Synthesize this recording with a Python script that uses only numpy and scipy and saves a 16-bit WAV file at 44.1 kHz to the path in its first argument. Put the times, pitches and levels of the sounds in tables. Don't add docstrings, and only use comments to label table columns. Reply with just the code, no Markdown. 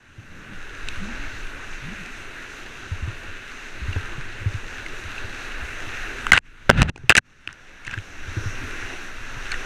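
import sys
import numpy as np
from scipy import signal
from scipy.io import wavfile
from scipy.ndimage import uniform_filter1d

SR = 44100
rng = np.random.default_rng(int(sys.argv[2]) if len(sys.argv) > 2 else 0)


def natural_amplitude(level_db):
    exponent = np.asarray(level_db, float) / 20
    return 10 ** exponent


def generate_wav(sig):
    pcm = np.round(np.clip(np.atleast_2d(sig).T, -1, 1) * 32767).astype(np.int16)
    wavfile.write(sys.argv[1], SR, pcm)


N = 425565

# (start [s], end [s], slow part of the dip [dB])
OVERLOADS = [
    (-.3, -0.096, 20),
    (6.318, 6.388, 21.5),
    (6.692, 6.899, 22.5),
    (7.094, 7.13, 22),
    (7.15, 7.189, 24),
]


def rms_one(x):
    return x / np.sqrt(np.mean(x ** 2) + 1e-20)


def in_time(rows):
    times, *columns = np.transpose(rows)
    return [np.interp(np.arange(N) / SR, times, column) for column in columns]


def drift(rate):
    r = np.exp(-80 * np.pi * rate / SR)
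    noise = rng.standard_normal(N // 40 + 2002)
    slow = signal.lfilter([1], [1, -2 * r, r * r], noise)[2000:]
    return np.interp(np.arange(N) / 40, np.arange(len(slow)), rms_one(slow))


def band(x, low_hz, high_hz, order=2):
    return signal.sosfilt(signal.butter(order, [low_hz, high_hz], "band", fs=SR, output="sos"), x)


def evened(x, span_s):
    return x / np.sqrt(uniform_filter1d(x ** 2, round(span_s * SR)) + 1e-6)


def resonance(x, hz, width_hz):
    r = np.exp(-np.pi * width_hz / SR)
    feedback = [1, -2 * r * np.cos(2 * np.pi * hz / SR), r * r]
    return signal.lfilter(np.array([1, 0, -1]) * (1 - r * r) / 2, feedback, x)


def patchy_noise(spectrum, patchy_db, bright_db=0):
    hz, level_db = np.transpose(spectrum)
    edges = np.geomspace(hz[0], hz[-1], num=round(2 * np.log2(hz[-1] / hz[0])) + 1)
    out, together, white = 0, drift(4.8), rng.standard_normal((2, N))
    for k, (low, high) in enumerate(zip(edges, edges[1:])):
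        centre = np.sqrt(low * high)
        gain_db = np.interp(np.log(centre), np.log(hz), level_db)
        if centre > 4500:
            gain_db = gain_db + bright_db * (1 if centre < 8000 else .5)
        flicker_db = patchy_db * (.35 * together + 0.7 * drift(4))
        out = out + natural_amplitude(gain_db + flicker_db) * band(white[k % 2], low, high)
    return out


def grains(per_s, spread_db):
    sizes = natural_amplitude(spread_db * np.minimum(rng.exponential(1, N), 5)) * rng.choice([-1, 1], N)
    return rms_one(sizes * (rng.random(N) < per_s / SR))


def case(x):
    # (pitch [Hz], width [Hz], level [dB])
    wall_rings = [(1500, 420, 2), (2225, 1040, -1), (2670, 326, 4.5), (3860, 750, -8), (6175, 780, -12),
                  (8270, 3130, -22.5)]
    rings = 0
    for k, (hz, width_hz, level_db) in enumerate(wall_rings):
        rings = rings + (-1) ** k * natural_amplitude(level_db) * resonance(x, hz, width_hz)
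    return rings - 0.19 * resonance(rings, 4540, 1900)


def river(gain_db):
    # (pitch [Hz], level [dB per Hz])
    rush_colour = [(600, -13), (1000, -0.5), (1500, 1), (2200, 0.5), (3200, -7.5), (5000, -3.5),
                   (7500, 1.5), (10000, -11), (13000, -2), (15500, -22)]
    # (pitch [Hz], level [dB per Hz])
    wash_colour = [(160, -40), (270, 1), (367, 1), (512, -4), (870, -6), (1100, -8), (1430, -31),
                   (2420, -120)]
    # (time [s], level [dB])
    flow = [(0, -38), (.48, -34.5), (.9, -37), (1.6, -39), (3.67, -40), (4.0, -37.5), (4.44, -39.5),
            (5.0, -36), (5.67, -36.5), (6.25, -34.5), (6.68, -33.5), (7.09, -36.5), (7.63, -34.5),
            (7.9, -35.5), (8.5, -36.5), (8.9, -35.5), (9.16, -39.5), (9.65, -34.5)]
    t = np.arange(N) / SR
    flow_db, = in_time(flow)
    spray_db = 6 * np.exp(-((t - 8.45) / 0.11) ** 2)
    foam = case(patchy_noise(rush_colour, 1.6, bright_db=.3 * spray_db))
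    splashes = case(band(grains(300 * natural_amplitude(4 * drift(5)), 4.0), 900, 9000))

    askew_s, askew_hz, width_hz, askew_db = 6.9, 5830, 760, -17.5
    whistle = resonance(resonance(rng.standard_normal(N), askew_hz, width_hz), askew_hz, 2 * width_hz)
    whistle = natural_amplitude(askew_db + spray_db) * rms_one(whistle) * (t > askew_s)

    rush = rms_one(foam) + natural_amplitude(-12.5) * rms_one(splashes) + whistle
    wash = natural_amplitude(-8) * rms_one(patchy_noise(wash_colour, 2.0))
    return natural_amplitude(flow_db + gain_db) * (rush + wash)


def swell(gain_db):
    # (time [s], rocking level [dB], heave level [dB])
    motion = [(0, -54, -53), (.3, -45.5, -41), (.7, -49, -31), (1.05, -46, -29), (1.6, -51, -33.5),
              (2.6, -54.5, -43.5), (3.1, -46.5, -35), (3.55, -58, -40.5), (4.0, -44, -31),
              (4.7, -49, -35.5), (6.3, -48.5, -32.5), (6.68, -51.5, -35), (6.95, -37, -35),
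              (7.3, -54.5, -49), (7.8, -57, -39), (8.45, -41, -31), (9.1, -53, -35), (9.65, -47, -28)]
    rocking_db, heave_db = in_time(motion)
    slosh_db = -55 + 0.4 * (rocking_db - rocking_db.mean())
    slop_s, slop_length_s, slop_db = .18, 0.35, 8
    from_middle_s = abs(np.arange(N) / SR - slop_s - slop_length_s / 2)
    slosh_db += slop_db * (from_middle_s < slop_length_s / 2)
    heave = evened(band(rng.standard_normal(N), 6, 22), .4) * natural_amplitude(-.5)
    buffet = evened(band(rng.standard_normal(N), 61, 130, order=3), 0.46)
    slosh = evened(band(rng.standard_normal(N), 140, 280, order=3), 0.29)
    bass = natural_amplitude(heave_db) * heave + natural_amplitude(rocking_db) * buffet + natural_amplitude(slosh_db) * slosh
    return natural_amplitude(.4 * gain_db) * bass


def thuds():
    # (time [s], peak level [dB], pitch [Hz], overtone level [dB])
    blows = [(0.178, -27.5, 103, -17.5), (0.967, -26, 83, -26), (2.172, -36, 105, -9),
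             (2.912, -15, 88.5, -43), (3.02, -16.5, 74, -18), (3.073, -16.5, 105.5, -17),
             (3.277, -31, 87.5, -18), (3.813, -19.5, 61, -17), (3.88, -14.5, 90.3, -21),
             (3.957, -12.5, 89.6, -16.5), (4.177, -23.5, 135, -25), (4.408, -26, 98, -25),
             (4.457, -9.5, 98, -35), (4.54, -16.5, 100, -25), (5.046, -26.5, 86, -34),
             (5.238, -26.5, 97, -19), (5.615, -24.5, 61, -18), (5.867, -28, 99, -11),
             (7.034, -26, 123, -14), (7.47, -38, 97, -2), (7.871, -32, 106, -7), (7.97, -19, 101, -16.5),
             (8.273, -22.5, 84.4, -13), (8.366, -14.5, 101.4, -10.5), (8.455, -14.5, 100, -16.5),
             (8.628, -23.5, 83, -6), (8.826, -32, 90, -23), (9.202, -35, 88, -16), (9.362, -29.5, 124, -16)]
    ring_cycles = 6
    out, t = np.zeros(N + SR), np.arange(SR // 4) / SR
    for s, peak_db, hz, over_db in blows:
        x = np.maximum(t - .002, 0) * np.log(1000) * hz / ring_cycles
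        body = x * np.exp(1 - x) * np.sin(2 * np.pi * hz * t)
        overtone = natural_amplitude(over_db) * 2.46 * x * np.exp(1 - 2.2 * x) * np.sin(2 * np.pi * 3.15 * hz * t)
        out[round(s * SR):][:len(t)] += natural_amplitude(peak_db - 4.0) * (body + overtone)
    return out[:N]


def groans():
    # (time [s], length [s], first pitch [Hz], last pitch [Hz], peak level [dB])
    slips = [
        (.47, .13, 256, 150, -40.5),
        (0.991, 0.148, 170, 245, -29.5),
        (1.127, 0.15, 244.5, 290, -38.5),
        (1.804, 0.16, 90.8, 233, -32.5),
        (1.958, .09, 215, 170, -37.5),
        (2.049, 0.084, 203.4, 275, -43),
    ]
    glide_share, peak_s, rise_db, sag_db_per_s = 0.91, 0.057, 7, 88
    out, wobble, flutter = 0, drift(43), drift(58)
    for s, length, from_hz, to_hz, peak_db in slips:
        t = np.arange(N) / SR - s
        hz = np.interp(t, [0, glide_share * length], [from_hz, to_hz])
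        below_peak_db = np.maximum(rise_db * (1 - t / peak_s), sag_db_per_s * (t - peak_s))
        fade = np.clip(np.minimum(t, length - t) / 0.026, 0, 1)
        tone = np.sin(2 * np.pi * np.cumsum(hz * (1 + 0.057 * wobble)) / SR)
        out = out + fade * natural_amplitude(peak_db - below_peak_db - 0.5 + 3.3 * flutter) * tone
    return out


def drags():
    # (time [s], scratch level [dB], shake level [dB], build time [s], release time [s])
    catches = [(6.321, -15, -19.5, .004, 0.097), (6.34, -27, -36, 0.015, 0.03),
               (6.379, -11, -41, 0.03, 0.0053), (6.696, -24.5, -10, 0.0032, 0.037),
               (6.74, -40, -26.5, 0.065, 0.23), (6.795, -24.5, -15, 0.076, 0.056),
               (6.82, -19, -9, 0.022, 0.014), (6.855, -41.5, -24.5, 0.064, 0.09),
               (6.899, -21, -20, 0.028, 0.0047), (7.097, -9.5, -15, .003, 0.03),
               (7.111, -16.5, -39.5, 0.014, 0.022), (7.153, -10.5, -38, 0.0018, 0.014),
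               (7.181, -11.5, -22, 0.023, 0.026), (7.5, -46, -49, .03, .15), (7.87, -40, -49, .04, .15),
               (7.93, -39.5, -39, 0.082, .15), (9.52, -31, -48, .05, 0.077)]
    t, scratch, shove = np.arange(N) / SR, 0, 0
    for s, scratch_db, shake_db, build, release in catches:
        clear = min([end for _, end, _ in OVERLOADS if end > s - .005] + [N / SR])
        strain = natural_amplitude(-30 * np.maximum((s - t) / build, (t - s) / release))
        scratch = scratch + natural_amplitude(scratch_db) * strain * np.clip(1 - (t - clear) / 0.0034, 0, 1)
        shove = shove + natural_amplitude(shake_db) * strain * np.clip(1 - (t - clear) / 0.028, 0, 1)
    clicks = grains(7000, 3.0) * natural_amplitude(2.5 * drift(120))
    duller = signal.lfilter([1], [1, -.87], case(clicks))
    deep_shake = evened(band(rng.standard_normal(N), 31, 170, order=3), 0.02)
    rattle = natural_amplitude(-18) * rms_one(band(rng.standard_normal(N), 170, 730))
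    return scratch * rms_one(duller) + shove * (deep_shake + rattle)


def taps(table, hollow_db):
    out, t = np.zeros(N + SR), np.arange(SR // 25) / SR
    noises = rng.standard_normal((len(table), len(t)))
    for (s, peak_db, hz, bright_db, ms), noise in zip(table, noises):
        press = np.clip(t / 0.00016, 0, 1) * np.exp(-(1000 * t / ms) ** 3)
        chatter = press * (np.sin(2 * np.pi * hz * t) + .9 * noise)
        through_case = case(press * noise)
        ring = resonance(resonance(chatter, hz, 1200), hz, 2200)
        clack = band(through_case, 730, 4400)
        crack = band(through_case, 4500, 9700)
        knock = band(press * noise, 220, 870)
        blow = 0
        for part, level_db in [(ring, 0), (clack, -5), (crack, bright_db), (knock, hollow_db)]:
            blow = blow + natural_amplitude(level_db) * part / abs(part).max()
        out[round(s * SR):][:len(t)] += natural_amplitude(peak_db) * blow
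    return out[:N]


def contacts():
    # (time [s], peak level [dB], ring pitch [Hz], crack over peak [dB], contact time [ms])
    drops = [(.886, -24, 3880, 0, 2.5), (.886, -19, 2510, -15, 1), (2.06, -29, 2480, -4.5, 3.3),
             (3.928, -26.5, 2780, -15, 7), (3.962, -26, 420, -30, 8.4), (4.118, -31, 334, -27, 25),
             (4.862, -22.5, 2090, -14, 4), (5.18, -26, 2700, -16, 4.6), (5.803, -23.5, 1800, -10.5, 3.1),
             (6.267, -10, 1256, -13, 1.54), (9.466, -24.5, 1580, -16, 3.1), (9.519, -22, 4300, -7, 2.9),
             (9.517, -21.5, 2240, -2, 3), (9.5406, -20, 1840, -15, 3.8)]
    first_twig = [(6.3189, 6, 2017, -19, 3.2), (6.3321, -2.5, 1500, -5, 1.4), (6.334, -2.5, 1500, -33, 3.5),
                  (6.3515, -12, 1630, -25, 5.3), (6.364, -7.5, 1840, -15.5, 1.3),
                  (6.369, -17, 1800, -16, 2.5), (6.377, -1.5, 2450, -15, 2), (6.3873, -22, 1620, -2, 1.3)]
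    branch = [(6.694, -3.5, 1460, -31, 3.5), (6.6991, 6, 1420, -25, 2.3), (6.7101, -10.5, 1550, -23, 2.2),
              (6.8185, -6.5, 2570, 0.5, 1.76), (6.8285, -12, 2700, -4, 1.4), (6.893, -28.5, 1500, 3, 4.1),
              (6.9594, -31.5, 2460, -7, 3.6), (6.977, -37.5, 1530, -1.5, 2.9)]
    last_twig = [(7.0949, 6, 2623, -12, 2), (7.103, 6.5, 1680, -22.5, 1), (7.108, -13, 1535, -3.5, 3.1),
                 (7.1214, -5, 1550, -24, 2.5), (7.152, -5, 2150, -4.5, 1.8), (7.1565, -14, 1980, -11, 2.1),
                 (7.167, -5, 2700, 1, 1.5), (7.175, -8.5, 1820, 4, 3), (7.1795, -3, 2470, -2.5, .99),
                 (7.182, -5, 1550, -5.5, 2.7), (7.188, -22.5, 1700, -5.5, 2.7)]
    twig_tips = [(7.4746, -14.5, 2620, -12, 1.4), (7.49, -25.5, 1500, -21, 1.3),
                 (7.528, -36.5, 1710, 5, 1.6), (7.849, -30.5, 2210, -6, 4.7), (7.866, -29, 2665, -5, 9.4),
                 (7.878, -20.5, 1820, -27, 1.8), (7.894, -26, 1670, -24, 2.5), (7.9113, -25, 2540, -8, 4),
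                 (7.918, -30, 1600, -15, 3), (7.938, -19.5, 1610, -18, 5.9), (7.9766, -23, 1650, -26, 2.8),
                 (7.9868, -25.5, 2600, -8, .85)]
    hollow_levels = [-21.5, -14, 0, -12.5, -23]
    return sum(map(taps, [drops, first_twig, branch, last_twig, twig_tips], hollow_levels))


def gain_control():
    sink_s, fast_depth_db, snap_db_per_s, creep_db_per_s = .03, 28, 381, 19
    t, gain_db = np.arange(N) / SR, np.zeros(N)
    for start, end, slow_db in OVERLOADS:
        since = np.maximum(t - end, 0)
        slow_dip = np.maximum(slow_db - creep_db_per_s * since, 0)
        fast_dip = np.maximum(fast_depth_db - snap_db_per_s * since, 0)
        gain_db = np.minimum(gain_db, -(slow_dip + fast_dip) * np.clip((t - start) / sink_s, 0, 1))
    return gain_db


def scene():
    t, first_blow_s, gain_db = np.arange(N) / SR, OVERLOADS[1][0], gain_control()
    look_ahead_s, duck_db = .009, -14
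    dip = np.clip((t - first_blow_s + look_ahead_s) / 0.0017, 0, 1) * (t < first_blow_s + .02)
    water = natural_amplitude(duck_db * dip) * (river(gain_db) + swell(gain_db))
    return (water + thuds() + groans() + drags() + contacts())[None]


def band_limit(x):
    return signal.sosfilt(signal.butter(12, 16040, fs=SR, output="sos"), x)


def record(dry):
    top_cut = signal.cheby2(10, 50, 15900, fs=SR, output="sos")
    finished = signal.sosfilt(top_cut, np.clip(dry, -1, 1))
    return band_limit(finished)


dry = scene()
out = record(dry)
generate_wav(out)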